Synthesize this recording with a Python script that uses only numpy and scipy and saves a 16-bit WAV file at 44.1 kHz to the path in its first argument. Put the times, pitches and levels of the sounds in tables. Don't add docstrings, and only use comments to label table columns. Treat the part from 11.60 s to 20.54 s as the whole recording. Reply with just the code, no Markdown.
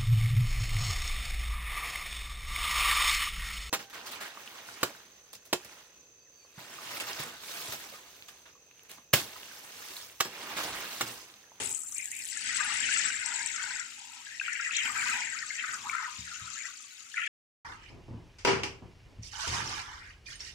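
import sys
import numpy as np
from scipy import signal
from scipy.fft import rfft, irfft, next_fast_len
from scipy.io import wavfile
from scipy.ndimage import uniform_filter1d

SR = 44100
rng = np.random.default_rng(int(sys.argv[2]) if len(sys.argv) > 2 else 0)


def wav_out(sig):
    wavfile.write(sys.argv[1], SR, np.round(np.clip(np.atleast_2d(sig).T, -1, 1) * 32767).astype(np.int16))


N = 394254
TIME = np.arange(N) / SR

# (start [s], end [s])
BREAK = (5.676, 6.047)

# (time [s], hiss [dB], fizz [dB])
SPRAY_LEVELS = [(0, -44.5, -40), (0.22, -64.5, -42.5), (0.63, -56.5, -50), (0.76, -49, -43.5),
                (0.9, -43.5, -41), (1.47, -40, -36), (1.53, -47.5, -40), (2.1, -48.5, -44.5),
                (2.45, -56.5, -57), (2.75, -54, -58), (3, -53.5, -47), (3.55, -45.5, -42.5),
                (3.75, -52, -47), (4.7, -53, -55.5), (4.92, -52.5, -47), (5.25, -58.5, -58.5)]
# (time [s], peak [dB])
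HEAVY_DROPS = [(0.1467, -21), (0.381, -23.5), (0.7086, -34), (0.771, -25), (1.1682, -25.5), (1.39, -24),
               (1.6597, -22), (1.8607, -21), (2.1966, -26), (2.929, -29.5), (3.1664, -21)]
# (frequency [Hz], density [dB per Hz])
HISS_SPECTRUM = [(1100, -15), (1600, 14), (2600, 20), (4000, 1), (5400, 10), (6900, 14.5), (9500, 3.5),
                 (12000, -35.5)]
FIZZ_SPECTRUM = [(5500, -18), (7700, -4), (8500, -25), (10000, 2)]
FIZZ_HZ, FIZZ_SAG_HZ_PER_S = 8515, 376
SPLASH_DELAY_S, SPLASH_OCTAVES, SPLASH_DB = .002, .25, -8

# (time [s], length [s], drumming [dB], sizzle [dB])
WALL_PASSES = [(0, 0.13, -55.5, -36.5), (0.1, 0.59, -71, -40), (3.22, 0.35, -60, -42.5),
               (4.07, 0.25, -63, -50)]
# (frequency [Hz], density [dB per Hz])
DRUMMING_SPECTRUM = [(80, 5), (160, -3.5), (230, 4), (390, -3), (600, -13.5), (870, 0.5)]
SIZZLE_SPECTRUM = [(7000, -0.5), (11000, -33.5), (14700, -31)]
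PASS_ATTACK_S, PASS_RELEASE_S = 0.015, 0.015
DRUM_UNDER_HISS_DB, SIZZLE_REST_DB = -18.5, -52.5

# (time [s], length [s], level [dB], nominal lowest pitch at the start [Hz], its fall [octaves])
GULPS = [(0.351, .08, -43.5, 2120, 0.0089), (0.5, .1, -44, 2055, -0.12), (0.717, .12, -44, 1540, 0.016),
         (0.845, .13, -38.5, 1438, 0.26), (0.971, .21, -34.5, 1083, -0.12), (1.198, .28, -33, 1254, 0.13),
         (1.483, .15, -37.5, 1360, 0.18), (1.633, .27, -39.5, 1283, -0.13), (1.922, .28, -39, 1203, -0.23),
         (2.636, .12, -48.5, 1523, -0.26), (2.82, .26, -36, 1371, 0.22), (3.105, .17, -32, 1476, 0.34),
         (3.328, .23, -33, 1021, -0.26), (3.58, .23, -39.5, 1484, 0.31), (3.88, .09, -43, 1703, 0.3),
         (3.966, .17, -37.5, 1398, 0.45), (4.222, .07, -42, 954, 0.099), (4.302, .15, -35.5, 1089, 0.18),
         (4.64, .25, -48, 1586, 0.45), (4.946, .11, -42.5, 1360, 0.071), (5.545, .13, -35, 1522, 0.075)]
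# (time [s], peak [dB], pitch [Hz])
LARGE_BUBBLES = [(2.798, -22.5, 2592), (2.813, -26, 1596), (2.8804, -27, 1436), (3.1093, -25, 2532),
                 (3.8257, -28, 1830), (3.905, -27, 2108), (3.9963, -32.5, 3123), (4.0382, -30, 1473),
                 (4.2963, -23, 2283), (4.3493, -24.5, 1379), (5.5416, -31, 1720), (5.5702, -25.5, 2304)]
# (frequency [Hz], density [dB per Hz])
WASH_SPECTRUM = [(1200, -15.5), (1650, 4.5), (2300, 4.5), (3600, -19.5)]
GULP_ATTACK_S, GULP_RELEASE_S = .025, .04
CALM_DB, CALM_HZ = -64, 1207
FAINT_DB, STRONG_DB = -48, -32.5
NARROW_OCTAVES, WIDE_OCTAVES = .42, 1.54
FAINT_TOP_HZ, STRONG_TOP_HZ = 2099, 4400
WASH_HZ, WASH_FOLLOWS = 1993, .7

# (time [s], level [dB], rattle decay to 1/e [s], treble tilt [dB per octave])
KNOCKS = [(0.002, -40.5, 0.047, -4), (6.785, -52.5, 0.03, 0.5), (6.849, -22.5, 0.0091, -4),
          (6.872, -26.5, 0.046, -5), (7.034, -30.5, 0.0099, -1.5), (7.876, -34, 0.0087, 4.5),
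          (8.803, -48, 0.0053, -0.5)]
# (frequency [Hz], density [dB per Hz])
CRACK_SPECTRUM = [(170, -27), (400, -15.5), (600, -16), (950, -15), (2700, -6.5), (3900, -17), (5000, -9),
                  (8900, -23), (14800, -68)]
# (frequency [Hz], level [dB], t60 [s])
TRAY_MODES = [(389, -0.5, 0.39), (462, -3, 0.36), (777, -12, 0.17), (849, 7, 0.11), (973, 0.5, 0.15)]

# (time [s], length [s], level [dB])
HOLLOW_GLUGS = [(0.99, .16, -54), (1.631, .21, -53), (2.0, .14, -58), (2.368, .23, -62.5),
                (3.22, .18, -55.5), (3.516, .09, -48), (6.03, .08, -53), (7.709, .11, -55),
                (8.263, .06, -55)]
HOLLOW_HZ, HOLLOW_STRAY = 893.4, 1.17

# (time [s], level [dB], contact time [s])
BUMPS = [(4.584, -38.5, 0.0044), (4.812, -37.5, 0.007), (6.507, -31, 0.0037), (6.542, -32.5, 0.0027),
         (7.218, -40, 0.0016), (7.586, -32, 0.0054), (7.883, -25, 0.0072)]
# (frequency [Hz], level [dB], t60 [s])
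TUB_MODES = [(71.5, -5, 0.45), (111.5, 4.5, 0.21), (170.2, -8.5, 0.52), (232.4, 3.5, 0.12)]
# (time [s], length [s], rumble [dB])
SHOVES = [(6.06, 0.047, -49), (6.3, 0.087, -42.5), (6.48, 0.052, -37.5), (6.85, 0.15, -31),
          (7.22, 0.0088, -40), (7.46, 0.1, -51), (7.87, 0.19, -36)]
# (frequency [Hz], density [dB per Hz])
RUMBLE_SPECTRUM = [(55, 1), (110, 19.5), (190, 6.5), (350, 10), (550, 0.5), (1000, -1)]
SHOVE_ATTACK_S, SHOVE_RELEASE_S, HANDLING_DB = 0.0021, 0.09, -58

# (time [s], length [s], slosh [dB], splatter [dB])
SLOPS = [(6.021, 0.11, -50, -64.5), (6.19, 0.1, -57.5, -71.5), (7.614, 0.059, -60.5, -56.5),
         (7.704, 0.091, -50, -52.5), (7.773, 0.19, -42, -47), (7.894, .12, -39, -48.5),
         (8.03, 0.17, -43, -50), (8.22, 0.14, -50, -61), (8.357, 0.14, -54, -67.5),
         (8.646, 0.086, -53.5, -56.5), (8.779, 0.11, -55, -55.5)]
# (time [s], peak [dB], pitch [Hz])
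DRIPS = [(7.632, -39, 5600), (8.075, -31.5, 5450), (8.14, -33, 5200), (8.665, -41.5, 2410),
         (8.703, -42, 3370), (8.7565, -39.5, 8800), (8.805, -32.5, 5500), (8.875, -51, 1880)]
# (frequency [Hz], density [dB per Hz])
SPLATTER_SPECTRUM = [(2800, -12.5), (3900, -18.5), (5200, -14), (8900, -21.5), (14500, -35)]
SLOP_ATTACK_S, SLOP_RELEASE_S = 0.028, 0.037
LAPPING_DB = -71
FAINT_SLOSH_HZ, STRONG_SLOSH_HZ = 2248, 1523

# (frequency [Hz], density [dB per Hz])
ROOM_TONE = [(30, 21), (100, 18.5), (250, -5.5), (1200, -6), (5500, -11.5), (15000, -33)]
# (frequency [Hz], t60 [s])
ROOM_T60 = [(150, 0.16), (1000, 0.37), (12000, 0.22)]
ROOM_TONE_DB, CUTOFF_HZ = -56.5, 15700


def from_db(db):
    return 10 ** (np.asarray(db) / 20)


def in_time(rows):
    s, *columns = np.transpose(rows)
    return [np.interp(TIME, s, column) for column in columns]


def at_hz(points, hz):
    table_hz, values = np.array(points).T
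    return np.interp(np.log(hz + 1e-9), np.log(table_hz), values)


def unit(x):
    return x / np.sqrt(np.mean(x.mean(0) ** 2) + 1e-20)


def steady(x, span_s):
    x = unit(x)
    power = uniform_filter1d(x.mean(0) ** 2, max(int(span_s * SR), 2))
    return x / np.sqrt(power + 1e-3)


def panned(x, pan_db):
    return x * from_db([[pan_db / 2], [-pan_db / 2]])


def coloured(x, spectrum, tilt_db=0):
    size = next_fast_len(x.shape[-1])
    hz = np.arange(size // 2 + 1) * SR / size + 1
    octaves_outside = np.abs(np.log2(hz / np.clip(hz, spectrum[0][0], spectrum[-1][0])))
    tilt = tilt_db * np.log2(np.minimum(hz, 6000))
    gain = from_db(at_hz(spectrum, hz) + tilt - 30 * octaves_outside)
    return unit(irfft(rfft(x, size) * gain, size)[:, :x.shape[-1]])


def noise(side, size=N):
    mid, wide = rng.standard_normal((2, size))
    return unit(np.array([mid + side * wide, mid - side * wide]))


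def add(out, s, sound):
    at = max(int(s * SR), 0)
    out[:, at:at + sound.shape[-1]] += sound[..., :N - at]


def wander(per_s):
    steps = rng.standard_normal(N // 100)
    return np.interp(TIME * per_s, np.arange(len(steps)), steps)


def swell(s, length_s, attack_s, release_s):
    rise = np.clip((TIME - s) / attack_s, 0, 1)
    decay = np.exp(-np.clip((TIME - s - length_s) / release_s, 0, np.log(1e12)))
    return rise * decay


def swells_db(rows, attack_s, release_s, rest_db):
    shapes = np.array([swell(s, length_s, attack_s, release_s) for s, length_s, *_ in rows])
    _, _, *columns = np.transpose(rows)
    curves = []
    for db, rest in zip(columns, rest_db):
        power = from_db(db) ** 2 @ shapes ** 2 + from_db(rest) ** 2
        curves.append(10 * np.log10(power + 1e-12))
    return curves


def plinks(rows, cycles, pan_db, lag_s=0, scatter_db=2):
    s, db, hz = np.transpose(rows)[:, :, None]
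    t = TIME[:int(7 * SR * cycles / np.quantile(hz, .1))]
    age = t * hz / cycles
    wave = from_db(db) * age * np.exp(1 - age) * np.sin(2 * np.pi * hz * t)
    left = 2 / (1 + from_db(-pan_db - scatter_db * rng.standard_normal(s.shape)))
    lag = lag_s * rng.uniform(-.5, 1, s.shape)
    ears = []
    for start, gain in [(s, left), (s + lag, 2 - left)]:
        samples = np.abs(start * SR).astype(int) + np.arange(len(t))
        ears.append(np.bincount(samples.ravel(), (wave * gain).ravel(), N)[:N])
    return np.array(ears)


def swarm(count, span, low_hz, high_hz, size_db, flow_db=0):
    births = np.cumsum(from_db(.7 * flow_db) * (TIME > span[0]) * (TIME < span[1]))
    s = np.interp(rng.random(count), births / births[-1], TIME)
    low, high = (np.interp(s, TIME, hz + 0 * TIME) for hz in (low_hz, high_hz))
    size = np.minimum(rng.standard_normal(count), 2.3)
    pitch = low * (high / low) ** rng.beta(2.8, 2, count)
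    return np.column_stack([s, min(size_db, 10) * size, pitch])


def splashed(rows):
    s, db, hz = np.repeat(rows, 6, axis=0).T
    stray = SPLASH_OCTAVES * rng.uniform(-1.864, 1, len(s))
    delay = rng.exponential(SPLASH_DELAY_S, len(s))
    return np.vstack([rows, np.column_stack([s + delay, db + SPLASH_DB, hz * 2 ** stray])])


def ringing(modes):
    t = TIME[:SR]
    out = 0
    for k, (hz, db, t60) in enumerate(modes):
        decay = from_db(db + rng.normal(0, 3.2) - 60 * t / t60)
        out = out + decay * np.sin(2 * np.pi * hz * t) * (-1) ** k
    return out / np.abs(out).max()


def spray():
    close = (0, BREAK[0])
    hiss_db, fizz_db = in_time(SPRAY_LEVELS)
    fizz_hz = FIZZ_HZ - FIZZ_SAG_HZ_PER_S * TIME
    flurry = from_db(1.8 * wander(per_s=27))
    patter = swarm(11000, close, low_hz=2000, high_hz=8200, size_db=5, flow_db=hiss_db / 2)
    patter = plinks(patter, cycles=3.4, lag_s=0.00051, pan_db=6.0, scatter_db=2.5)
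    patter = steady(patter, span_s=0.34)
    hiss = coloured(panned(noise(side=1.0), pan_db=6.0), HISS_SPECTRUM)
    fizz = swarm(5500, close, low_hz=0.809 * fizz_hz, high_hz=1.15 * fizz_hz, size_db=7.5)
    fizz = coloured(plinks(fizz, cycles=12.1, pan_db=28.5), FIZZ_SPECTRUM)
    fizz = steady(fizz, span_s=0.37)
    splashes = swarm(170, close, low_hz=4800, high_hz=1.1 * fizz_hz, size_db=4)
    splashes = unit(plinks(splashed(splashes), cycles=5.5, pan_db=15)) * from_db(-9)
    s, db = np.transpose(HEAVY_DROPS)
    drops = splashed(np.column_stack([s, db - 2, np.interp(s, TIME, 0.974 * fizz_hz)]))
    drops = plinks(drops, cycles=6, pan_db=16)
    impacts = (patter * flurry + hiss) * from_db(hiss_db)
    return impacts + (fizz * flurry + splashes) * from_db(fizz_db) + drops


def jets():
    hiss_db, _ = in_time(SPRAY_LEVELS)
    rest_db = [hiss_db + DRUM_UNDER_HISS_DB, SIZZLE_REST_DB]
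    drum_db, sizzle_db = swells_db(WALL_PASSES, PASS_ATTACK_S, PASS_RELEASE_S, rest_db)
    ticks = swarm(6000, (0, BREAK[0]), low_hz=8000, high_hz=15000, size_db=8)
    sizzle = coloured(plinks(ticks, cycles=1.4, lag_s=0.0029, pan_db=-1), SIZZLE_SPECTRUM)
    drumming = coloured(noise(side=0.14), DRUMMING_SPECTRUM)
    return sizzle * from_db(sizzle_db - 10.0) + drumming * from_db(drum_db)


def gulping():
    power = from_db(CALM_DB) ** 2
    octaves = power * np.log2(CALM_HZ)
    for s, length_s, db, hz, fall in GULPS:
        own = (from_db(db) * swell(s, length_s, GULP_ATTACK_S, GULP_RELEASE_S)) ** 2
        power = power + own
        octaves = octaves + own * (np.log2(hz) - fall * np.clip((TIME - s) / length_s, 0, 1))
    return 10 * np.log10(power), 2 ** (octaves / power)


def bent(x, speed):
    at = np.cumsum(speed) % N
    return np.array([np.interp(at, np.arange(N), ear) for ear in x])


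def gurgle():
    level_db, lowest_hz = gulping()
    strength = [FAINT_DB, STRONG_DB]
    highest_hz = lowest_hz * 2 ** np.interp(level_db, strength, [NARROW_OCTAVES, WIDE_OCTAVES])
    highest_hz = np.minimum(highest_hz, np.interp(level_db, strength, [FAINT_TOP_HZ, STRONG_TOP_HZ]))
    clump_pitch = 2 ** (.13 * wander(per_s=25))
    clump_db = 2 * wander(per_s=22)
    crowd = swarm(3000, (0, BREAK[0]), low_hz=0.9116 * lowest_hz * clump_pitch,
                  high_hz=0.956 * highest_hz * clump_pitch, size_db=6.5, flow_db=level_db)
    crowd = plinks(crowd, cycles=5.1, lag_s=0.00026, pan_db=5.0)
    crowd = steady(crowd, span_s=0.069) * from_db(level_db + clump_db - 3.5)
    large = plinks(LARGE_BUBBLES, cycles=3.3, pan_db=8)
    wash = coloured(panned(noise(side=0.98), pan_db=11.5), WASH_SPECTRUM)
    middle_hz = np.sqrt(lowest_hz * highest_hz)
    wash = bent(wash, (middle_hz / WASH_HZ) ** WASH_FOLLOWS) * from_db(level_db - 9)
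    highpass = signal.butter(3, 680, "high", fs=SR, output="sos")
    return signal.sosfilt(highpass, crowd + wash + large)


def knocks():
    out, t = np.zeros((2, N)), TIME[:SR]
    for s, db, rattle_s, tilt_db in KNOCKS:
        crack = coloured(noise(side=0.93, size=SR), CRACK_SPECTRUM, tilt_db) * np.exp(-t / rattle_s)
        ring = from_db(-11.5 - 3.48 * tilt_db) * ringing(TRAY_MODES)
        add(out, s, from_db(db) * (crack + ring))
    return out


def hollows():
    level_db, = swells_db(HOLLOW_GLUGS, SLOP_ATTACK_S, SLOP_RELEASE_S, [-np.inf])
    pockets = swarm(450, (0, TIME[-1]), low_hz=HOLLOW_HZ / HOLLOW_STRAY,
                    high_hz=HOLLOW_HZ * HOLLOW_STRAY, size_db=1.5, flow_db=level_db)
    pockets = plinks(pockets, cycles=2.7, pan_db=9, scatter_db=12.5)
    return steady(pockets, span_s=0.046) * from_db(level_db)


def tub():
    out = np.zeros((2, N))
    for s, db, contact_s in BUMPS:
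        push = np.hanning(int(contact_s * SR) + 3)
        add(out, s, from_db(db) * signal.fftconvolve(ringing(TUB_MODES), push / push.sum()))
    drag_db, = swells_db(SHOVES, SHOVE_ATTACK_S, SHOVE_RELEASE_S, [HANDLING_DB])
    rumble = steady(coloured(noise(side=0.39), RUMBLE_SPECTRUM), span_s=0.054)
    return out + (TIME > BREAK[1]) * rumble * from_db(drag_db - 9.5)


def pour():
    far = (BREAK[0], TIME[-1])
    slosh_db, splatter_db = swells_db(SLOPS, SLOP_ATTACK_S, SLOP_RELEASE_S, [LAPPING_DB, -np.inf])
    spread = 2 ** np.interp(slosh_db, [-50, -41], [.65, 1.4])
    pitch_hz = np.interp(slosh_db, [-57, -52], [FAINT_SLOSH_HZ, STRONG_SLOSH_HZ])
    drips = plinks(DRIPS, cycles=7, pan_db=-2)
    slosh = swarm(3000, far, low_hz=pitch_hz / spread, high_hz=pitch_hz * spread,
                  size_db=4, flow_db=slosh_db / 2)
    slosh = plinks(slosh, cycles=4.5, lag_s=0.00074, pan_db=-4.5, scatter_db=12.0)
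    slosh = steady(slosh, span_s=0.26) * from_db(slosh_db - 3.0)
    splatter = swarm(4000, far, low_hz=2170, high_hz=11000, size_db=6, flow_db=splatter_db / 2)
    splatter = plinks(splatter, cycles=4, lag_s=0.00033, pan_db=-10.0, scatter_db=6.0)
    splatter = steady(splatter, span_s=0.069)
    sheet = from_db(-3) * panned(noise(side=0.27), pan_db=-1)
    return slosh + coloured(splatter + sheet, SPLATTER_SPECTRUM) * from_db(splatter_db) + drips


def bathroom(x, tub_db, tub_s, room_db):
    t = TIME[:SR * 3 // 4]
    early = rng.standard_normal((2, len(t))) * np.exp(-t / tub_s) * (t > .001)
    white, tail = rng.standard_normal((2, len(t))), 0
    edges = np.geomspace(80, 16000, 8)
    for low, high in zip(edges, edges[1:]):
        band = signal.sosfilt(signal.butter(2, [low, high], "band", fs=SR, output="sos"), white)
        decay = from_db(-60 * t / at_hz(ROOM_T60, np.sqrt(low * high)))
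        tail = tail + band * decay * np.minimum(t / 0.0056, 1)
    echo = 0
    for db, part in [(tub_db, early), (room_db, tail)]:
        echo = echo + from_db(db) * part / np.sqrt(np.sum(part ** 2) / 2)
    return x + signal.fftconvolve(x, echo, axes=1)[:, :N]


def scene():
    tray, glugs = knocks(), hollows()
    shower = gurgle() + spray() + jets()
    close = shower + (tray + glugs) * (TIME < BREAK[0])
    close = bathroom(close, tub_db=-10, tub_s=.008, room_db=-9)
    far = bathroom(tray * (TIME > BREAK[1]), tub_db=-1.0, tub_s=0.04, room_db=-4.0)
    far += bathroom(pour() + glugs * (TIME > BREAK[1]), tub_db=-3, tub_s=.016, room_db=-5)
    air = from_db(ROOM_TONE_DB) * coloured(noise(side=0.028), ROOM_TONE)
    before = np.clip((BREAK[0] - TIME) / .003 + 1, 0, 1)
    after = np.clip((TIME - BREAK[1]) / .003, 0, 1)
    return before * close + after * (far + air) + (before + after) * tub()


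def record(dry):
    return signal.sosfilt(signal.ellip(10, .1, 80, CUTOFF_HZ, fs=SR, output="sos"), dry)


dry = scene()
out = record(dry)
wav_out(out)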